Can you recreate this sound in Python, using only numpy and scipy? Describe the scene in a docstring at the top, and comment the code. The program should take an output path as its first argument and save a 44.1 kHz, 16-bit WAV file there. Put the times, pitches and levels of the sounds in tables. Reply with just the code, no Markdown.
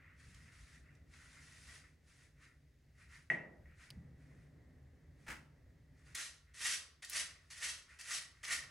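"""Hair and hands in a small room

Someone plays with a slicked-back ponytail in front of a phone in a small, quiet room. A hand runs
down the ponytail (stick-slip clicks), the fingers snap once (damped modes and a filtered blow), a dry
crackle follows (noise bursts), the lifted hair drops onto a shoulder, then both hands smooth the tight
hair over the scalp six times (denser clicks, nails ticking on strands). The room rumbles softly (noise,
faint hum). In every rub the hand gathers speed, holds it and slows down."""
import sys
import numpy as np
from scipy import signal
from scipy.fft import rfft, irfft
from scipy.io import wavfile

SR = 44100
rng = np.random.default_rng(int(sys.argv[2]) if len(sys.argv) > 2 else 0)


def to_wav(sig):
    """Store sig (one row per channel, or 1-D mono) as 16-bit WAV at the path in sys.argv[1].

    Samples outside -1..1 are clipped; the rate is SR.
    """
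    pcm = np.clip(np.atleast_2d(sig), -1, 1) * 32767
    pcm = np.round(pcm).astype(np.int16)
    wavfile.write(sys.argv[1], SR, pcm.T)  # frames by channels


N = 383669
TIME = np.arange(N) / SR  # seconds

# Steps of the background. Each row: start in seconds, rumble in dB, low rush in dB,
# sinking of the rush in dB per second.
BACKGROUND_STEPS = [(0, -64.5, -69, 2), (0.651, -67, -66.5, 3.5), (2.0, -68.5, -72, 0),
                    (3.919, -66.5, -61.5, 3), (6.15, -70.5, -77, 0.3), (8.52, -69, -71.5, -7)]
# Low swells of the background. Each row: full level reached in seconds, hold in seconds,
# rumble in dB, boom in dB.
BASS_SWELLS = [(.25, 0.22, -60.5, -67.5), (1.6, .12, -62.5, -81), (3.08, .1, -65.5, -73),
               (3.6, .1, -59.5, -66.5), (3.935, 0.041, -60.5, -55)]
SWELL_RISE_DB_PER_S, SWELL_FALL_DB_PER_S = 600, 92
BOOM_LO_HZ, BOOM_HI_HZ = 110, 176
# Spectra of rumble, rush and thin steady hiss. 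Each row: frequency in Hz, response in dB.
RUMBLE_SPECTRUM = [(20, -31.5), (35, -12), (50, -4), (62, 2), (73, 0), (86, -1), (105, -10), (150, -14.5),
                   (220, -30), (500, -59.5)]
RUSH_SPECTRUM = [(60, -16.5), (115, 0), (135, 3), (150, 3), (200, -14), (255, -6), (340, -16.5),
                 (600, -19.5), (900, -30), (1500, -31.5), (1950, -21.5), (2700, -49.5), (9000, -61)]
AIR_SPECTRUM = [(150, -4.5), (400, 8), (700, -14.5), (1100, -12.5), (1500, -2), (1950, 4.5), (2700, -5),
                (6000, -7), (9500, -12.5), (13000, -16.5)]
AIR_DB = -82.5
# Faint hum in the room. Each row: frequency in Hz, level in dB before it wanders.
HUM_TONES = [(74, -76), (148, -81)]

# Loose hair slides through the hand or over the shoulder. Each row: full speed reached in seconds,
# hold in seconds, strand hiss in dB, skin rub in dB.
LOOSE_SLIDES = [(0.0, .13, -94, -66), (.2, 0.29, -72, -68), (.53, 0.23, -70.4, -68.5),
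                (.85, 0.095, -87, -72), (1.14, 0.26, -68.5, -66), (1.41, 0.25, -66, -68),
                (1.684, 0.079, -62, -63.5), (1.84, 0.011, -73, -68), (2.085, 0.15, -73, -72),
                (2.423, 0.027, -72.5, -65), (2.997, 0.03, -73.5, -65.5), (3.125, 0.029, -67, -62),
                (3.67, 0.073, -93, -71.5), (3.803, 0.053, -69, -63.5), (4.21, 0.23, -84, -77.5),
                (5.205, .05, -79, -75.5), (5.98, .04, -82, -77.5), (6.068, 0.044, -72, -68.5),
                (6.485, 0.007, -94, -74.5), (7.42, 0.1, -80, -75), (7.9, .045, -71, -64),
                (8.36, 0.074, -80, -72)]
SLIDE_RISE_DB_PER_S, SLIDE_FALL_DB_PER_S = 326.5, 166
# Friction spectra of loose strands and of skin. Each row: frequency in Hz, response in dB.
LOOSE_HISS_SPECTRUM = [(300, -9.5), (1000, -7), (2700, -1.5), (4000, -1.5), (6000, 0), (7000, -1.5),
                       (10300, -4), (12200, -21.5), (15500, -38)]
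LOOSE_RUB_SPECTRUM = [(300, -32), (850, -18), (1400, 0), (1650, -1.5), (1900, 6), (2400, -2.5),
                      (3100, -17.5), (6000, -39.5)]

# Nails catch single strands. Each row: time in seconds, level in dB,
# frequency in Hz around which the tick is brightest.
NAIL_CATCHES = [(.345, -52.5, 5000), (.951, -63.5, 4370), (1.138, -52.5, 2200), (6.150, -37, 7000),
                (7.048, -40, 5300), (7.097, -37, 8800), (7.133, -38.5, 6000), (7.647, -35, 3360),
                (8.011, -43, 5660), (8.108, -45, 6000), (8.450, -35, 3920)]

# Finger on palm: the snap, then a soft touch. Each row: time in seconds, level in dB.
FINGER_SNAPS = [(3.301, -19.5), (3.657, -56)]
# Modes of the air pocket between finger and palm. Each row: frequency in Hz, T60 in seconds, level in dB.
POCKET_MODES = [(1920, 0.053, -0.5), (2040, 0.02, -4.5), (2570, 0.028, -17), (6150, .015, -33.5)]
# Spectrum of the slap of the flesh. 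Each row: frequency in Hz, response in dB.
SLAP_SPECTRUM = [(60, -34), (150, 4), (320, -2.5), (420, -4.5), (600, -1), (1000, -7.5), (1500, -27),
                 (2600, -23), (3200, -30), (9000, -29), (14000, -45.5)]
# Standing waves between the walls. Each row: frequency in Hz, T60 in seconds, level in dB.
WALL_MODES = [(152, 0.35, 2), (176, 0.44, -13), (342, 0.69, -7.5), (661, 0.23, -3)]
SLAP_DB, BOOM_DB = 17.5, -28  # flesh and standing waves, added to the level of each snap

# A short dry crackle. Each row: time in seconds, level in dB.
CRACKLE_TICKS = [(3.904, -33), (3.9052, -45), (3.9063, -45), (3.9078, -32.5)]

# Locks of the ponytail land on the shoulder. Each row: time in seconds, level in dB, decay in seconds.
LOCKS_LANDING = [(5.264, -55.5, 0.066), (5.28, -43.5, 0.014), (5.3, -44, 0.031)]
# Spectrum of the landing. Each row: frequency in Hz, response in dB.
LANDING_SPECTRUM = [(35, -19), (65, 10), (150, -5), (300, -2), (420, -11), (650, -5), (1000, -6.5),
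                    (1500, 1), (2000, 2.5), (2700, -5.5), (3800, -15), (6000, -14), (10000, -17),
                    (13000, -28)]

# Both hands smooth the scalp. Each row: fingertips land in seconds, touch in dB, full speed reached in
# seconds, full speed held in seconds, strand hiss in dB, palm rub in dB, fall of the rub in dB per second.
SCALP_STROKES = [(6.146, -44.5, 6.175, 0.065, -45.7, -47.5, 213),
                 (6.537, -57.5, 6.65, 0.084, -40, -45.5, 168),
                 (7.02, -52.5, 7.165, 0.036, -40.5, -45.5, 149),
                 (7.5, -51.5, 7.644, 0.056, -42.5, -48.5, 171), (7.986, -53, 8.126, 0.026, -40.5, -46, 155),
                 (8.429, -50, 8.521, 0.011, -39, -41, 153)]
STROKE_RISE_DB_PER_S, STROKE_FALL_DB_PER_S = 240.5, 218
# The touch of the fingertips before each stroke, and its dull part relative to its hiss.
TOUCH_RISE_S, TOUCH_DECAY_S, TOUCH_RUB_DB = .007, .056, -2.5
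PALM_LEAD_S = 0.011  # the palm rub reaches its full level a little ahead of the strand hiss
PALM_HOLD_SHARE = 0.62  # the palm rub starts to fade before the strand hiss, but dies away more slowly
# Friction spectra of taut strands and of palms. Each row: frequency in Hz, response in dB.
SCALP_HISS_SPECTRUM = [(200, -35), (500, -19), (900, -19.5), (1500, -5.5), (2700, -2.5), (3800, -3),
                       (5000, -2.5), (6200, 1), (6600, -4), (7400, -2), (10400, -5.5), (11300, -10),
                       (12200, -29.5), (15500, -61)]
SCALP_RUB_SPECTRUM = [(150, -27.5), (250, -22.5), (400, -26.5), (600, -20), (880, -23.5), (1400, -8.5),
                      (1650, -10.5), (1900, 4.5), (2200, -6), (2600, -12), (5000, -38.5)]

# First reflections off ceiling and walls. Each row: delay in seconds, level in dB.
FIRST_ECHOES = [(.0062, -15), (.0095, -15), (.019, -6), (.034, -11), (.047, -9.5)]
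# Reverberation time. Each row: frequency in Hz, T60 in seconds.
REVERBERATION = [(100, 0.68), (300, 0.99), (700, 0.74), (1900, 0.37), (5000, 0.42), (14000, 0.13)]
# Difference between the two microphones relative to their sum. Each row: frequency in Hz, ratio in dB.
STEREO_WIDTH = [(60, -29.5), (130, -19.5), (280, -8.5), (800, -5.5), (1500, -9.5), (2300, -14), (2800, -6),
                (6000, -7), (6700, -17.5), (7700, -16), (8200, -6), (11000, -4.5), (13000, -26.5)]
# Narrow peaks in the colour of the microphone. Each row: frequency in Hz, width in Hz, added share in dB.
MICROPHONE_PEAKS = [(2664, 67, -3), (3670, 16, -7.5), (4664, 27, -4), (4950, 44, -10.5), (6110, 50, -17.5)]
TOP_HZ = 15900


def undb(db):
    """The decibel law: an amplitude gain is 10 to the power dB / 20."""
    return 10 ** (np.asarray(db) / 20)


def unit(x):
    """Power normalisation: the root mean square becomes 1."""
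    return x / np.sqrt(np.mean(x ** 2))


def on_log_axis(hz, points):
    """Interpolation of (Hz, value) points along a logarithmic frequency axis."""
    f, value = np.transpose(points)
    return np.interp(np.log(np.maximum(hz, 1)), np.log(f), value)


def colour(x, points, size=8192):
    """Minimum-phase filtering: folding the cepstrum makes the given (Hz, dB) response causal."""
    response_db = on_log_axis(np.fft.rfftfreq(size, 1 / SR), points)
    cepstrum = irfft(np.log(undb(response_db)))
    cepstrum[1:size // 2] *= 2
    cepstrum[size // 2 + 1:] = 0
    impulse_response = irfft(np.exp(rfft(cepstrum)))
    return signal.fftconvolve(x, impulse_response)[:len(x)]


def band(x, lo_hz, hi_hz, order=2):
    """Butterworth band-pass: power is passed between two edge frequencies."""
    edges = np.clip([lo_hz, hi_hz], 10, .48 * SR)
    return signal.sosfilt(signal.butter(order, edges, "band", fs=SR, output="sos"), x)


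def add(track, s, sound):
    """Superposition: a sound is summed into the track at time s."""
    start = int(s * SR)
    track[start:start + len(sound)] += sound[:N - start]


def walk(rate):
    """Slow random modulation: Gaussian values, rate a second, joined by straight lines."""
    knots = rng.standard_normal(N // 10)
    return np.interp(TIME * rate, np.arange(len(knots)), knots)


def burst(decay_s):
    """Impulsive excitation: white noise under an exponential decay."""
    t = TIME[:SR // 10]
    return rng.standard_normal(len(t)) * np.exp(-t / decay_s)


def damped(modes, t):
    """Modal synthesis: a sum of exponentially decaying sines from (Hz, T60 s, dB) rows."""
    return sum(undb(db) * np.sin(2 * np.pi * hz * t) * np.exp(-np.log(1000) * t / t60)
               for hz, t60, db in modes)


def slips(rate, spread_db):
    """Stick-slip friction: random clicks, rate a second; a wider spread lets a few stand out."""
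    sizes = undb(spread_db * np.minimum(rng.exponential(size=N), 5))
    happens = rng.random(N) < rate / SR
    signs = rng.choice([-1, 1], N)
    return unit(happens * sizes * signs / np.sqrt(rate))  # the root keeps power even as the rate varies


def restless(x, depth_db, size=512):
    """Fluctuating spectrum: random gains for each frequency and moment make the colour of the noise shift."""
    spectra = signal.stft(x, nperseg=size)[2]
    gains = undb(depth_db * rng.standard_normal(spectra.shape))
    return unit(signal.istft(spectra * gains, nperseg=size)[1][:N])


def fall(s, decay_s, rise_s):
    """Damped envelope: a quick linear rise at time s, then an exponential decay."""
    age = np.maximum(TIME - s, 0)
    return np.minimum(age / rise_s, 1) * np.exp(-age / decay_s)


def glide(s, hold_s, rise_db_per_s, fall_db_per_s):
    """Swelling envelope: gain reaches 1 at time s, holds and dies away, evenly in dB."""
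    before_s = np.maximum(s - TIME, 0)
    after_s = np.maximum(TIME - s - hold_s, 0)
    return undb(-rise_db_per_s * before_s - fall_db_per_s * after_s)


def diffuse_tail():
    """Diffuse reverberation: octaves of noise, each with its own T60, at unit total energy."""
    t, tail = TIME[:SR], np.zeros(SR)
    for hz in 62.5 * 2. ** np.arange(9):
        octave = band(rng.standard_normal(SR), hz / np.sqrt(2), hz * np.sqrt(2), order=3)
        tail += octave * np.exp(-np.log(1000) * t / on_log_axis(hz, REVERBERATION))
    tail *= np.clip(t / 0.0027, 0, 1)
    return tail / np.sqrt(np.sum(tail ** 2))


def stereo(mid, side):
    """Sum and difference: closely spaced microphones differ by an amount that depends on frequency."""
    side = colour(side, STEREO_WIDTH)
    return np.array([mid + side, mid - side])


def room(x, wet_db, echo_db):
    """Room response by convolution: direct sound, reflections from all sides and a diffuse tail."""
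    mid, side = undb(wet_db) * diffuse_tail(), undb(wet_db) * diffuse_tail()
    mid[0] += 1  # direct sound
    for k, (s, db) in enumerate(FIRST_ECHOES):
        mid[int(s * SR)] += undb(db + echo_db)
        side[int(s * SR / 2)] += (-1) ** k * undb(db)  # alternating sides, at half the delay
    heard = []
    for response in (mid, side):
        response = response / np.sqrt(np.sum(response ** 2))
        heard.append(signal.fftconvolve(x, response)[:N])
    return stereo(*heard)


def background():
    """Filtered noise: a wavering rumble with faint hum, soft rush and thin hiss; at times the bass booms."""
    rumble, rush, boom = np.zeros(N), np.zeros(N), np.zeros(N)
    for s, rumble_db, rush_db, sink_db_per_s in BACKGROUND_STEPS:
        later = TIME >= s
        rumble[later] = undb(rumble_db)
        rush[later] = undb(rush_db - sink_db_per_s * (TIME[later] - s))
    for s, hold_s, rumble_db, boom_db in BASS_SWELLS:
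        swell = glide(s, hold_s, SWELL_RISE_DB_PER_S, SWELL_FALL_DB_PER_S)
        rumble = np.hypot(rumble, undb(rumble_db) * swell)  # powers add
        boom += undb(boom_db) * swell
    layers = [(rumble * undb(1.6 * walk(14)), RUMBLE_SPECTRUM),
              (rush * undb(1.2 * walk(17)), RUSH_SPECTRUM),
              (undb(AIR_DB), AIR_SPECTRUM)]
    # independent noise for the sum and the difference of the microphones
    mid, side = (sum(gain * unit(colour(rng.standard_normal(N), points)) for gain, points in layers)
                 for _ in range(2))
    hum = np.zeros(N)
    for hz, db in HUM_TONES:
        level = undb(db + 3.1 * walk(11)) * np.sqrt(2)  # root 2 turns rms into amplitude
        hum += level * np.sin(2 * np.pi * hz * TIME + 0.65 * walk(8.4))
    booms = boom * unit(band(rng.standard_normal(N), BOOM_LO_HZ, BOOM_HI_HZ))
    return stereo(mid, side) + booms + hum * unit(rush) ** .7  # the hum swells and sinks with the rush


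def ponytail():
    """Light friction: loose hair on hand and shoulder rustles finely; one slide takes over from the last."""
    hiss, rub = np.zeros(N), np.zeros(N)
    for s, hold_s, hiss_db, rub_db in LOOSE_SLIDES:
        speed = glide(s, hold_s, SLIDE_RISE_DB_PER_S, SLIDE_FALL_DB_PER_S)
        hiss = np.maximum(hiss, undb(hiss_db) * speed)
        rub = np.maximum(rub, undb(rub_db) * speed)
    strands = restless(colour(slips(12000, spread_db=2.4), LOOSE_HISS_SPECTRUM), depth_db=3)
    strands *= undb(1.0 * walk(40))
    skin = restless(colour(slips(8000, spread_db=1.8), LOOSE_RUB_SPECTRUM), depth_db=3)
    skin *= undb(1.6 * walk(35))
    return hiss * strands + rub * skin


def catches():
    """Sudden release: a strand hooks on a nail and lets go with a band-limited tick."""
    out = np.zeros(N)
    for s, db, hz in NAIL_CATCHES:
        add(out, s, undb(db) * band(burst(0.0052), hz / 2, hz * 1.6))
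    return out


def snap():
    """Cavity resonance: a slap rings the air pocket under the finger; the dull blow comes mostly by walls."""
    ring, blow, boom, t = np.zeros(N), np.zeros(N), np.zeros(N), TIME[:SR]
    pocket = damped(POCKET_MODES, t) * (1 - np.exp(-t / 0.00031)) ** 2
    standing = damped(WALL_MODES, t) * (1 - np.exp(-t / 0.0047))  # standing waves build up slowly
    for s, db in FINGER_SNAPS:
        add(ring, s, undb(db) * pocket)
        add(blow, s + 0.0011, undb([db + SLAP_DB]))  # a single impulse
        add(boom, s, undb(db + BOOM_DB) * standing)
    ring_in_room = room(ring, wet_db=-2.5, echo_db=-18.0)
    slap_in_room = room(colour(blow, SLAP_SPECTRUM), wet_db=11.5, echo_db=4.0)
    return ring_in_room + slap_in_room + boom


def crackle():
    """Impulsive noise: a few dry ticks in quick succession, without reverberation."""
    out = np.zeros(N)
    for s, db in CRACKLE_TICKS:
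        tick = burst(0.00073)
        add(out, s, undb(db) * (band(tick, 2750, 5000) + 0.24 * band(tick, 200, 11000)))
    return out


def landing():
    """Soft impact: the bundle of hair falls on the shoulder, lock after lock, with a soft thump."""
    swell = sum(undb(db) * fall(s, decay_s, rise_s=0.0033) for s, db, decay_s in LOCKS_LANDING)
    return swell * unit(colour(slips(14000, spread_db=3.5), LANDING_SPECTRUM))


def strokes():
    """Speed governs friction level: fingertips land, then strand hiss and palm rub grow, hold and fade."""
    hiss, rub = np.zeros(N), np.zeros(N)
    for lands_s, touch_db, full_s, hold_s, hiss_db, rub_db, rub_fall_db_per_s in SCALP_STROKES:
        contact = np.clip((TIME - lands_s) / TOUCH_RISE_S, 0, 1)
        touch = undb(touch_db) * fall(lands_s, TOUCH_DECAY_S, TOUCH_RISE_S)
        strands = glide(full_s, hold_s, STROKE_RISE_DB_PER_S, STROKE_FALL_DB_PER_S)
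        palms = glide(full_s - PALM_LEAD_S, PALM_HOLD_SHARE * hold_s,
                      STROKE_RISE_DB_PER_S, rub_fall_db_per_s)
        hiss += np.hypot(touch, contact * undb(hiss_db) * strands)
        rub += np.hypot(undb(TOUCH_RUB_DB) * touch, contact * undb(rub_db) * palms)
    return hiss, rub


def scalp():
    """Stick-slip of taut strands: slips come more densely as the hands speed up; palms rub more dully."""
    hiss, rub = strokes()
    rate = 1500 + 10000 * hiss / hiss.max()  # slips per second
    grip = undb(2.26 * walk(70))  # the fingers hold and let go unevenly
    strands = restless(colour(slips(rate, spread_db=0.0), SCALP_HISS_SPECTRUM), depth_db=3.5)
    strands *= undb(0.1 * walk(280))
    palm = restless(colour(slips(rate, spread_db=3.0), SCALP_RUB_SPECTRUM), depth_db=-2.0)
    palm *= undb(1.7 * walk(60))
    return grip * (hiss * strands + rub * palm)


def scene():
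    """Superposition of sources: hair and hands in the room, over its background."""
    loose = room(ponytail(), wet_db=-14.5, echo_db=-5.5)
    tight = room(scalp() + catches(), wet_db=-8.0, echo_db=-11.5)
    drop = room(landing(), wet_db=-13, echo_db=-14)
    return background() + loose + snap() + crackle() + drop + tight


def record(dry):
    """Linear filtering by the phone: a few narrow resonances are added and the top octave is cut short."""
    peaks = sum(undb(db) * signal.lfilter(*signal.iirpeak(hz, hz / width, fs=SR), dry)
                for hz, width, db in MICROPHONE_PEAKS)
    low_pass = signal.ellip(8, .2, 70, TOP_HZ, fs=SR, output="sos")
    return signal.sosfilt(low_pass, dry + peaks)


dry = scene()
out = record(dry)
to_wav(out)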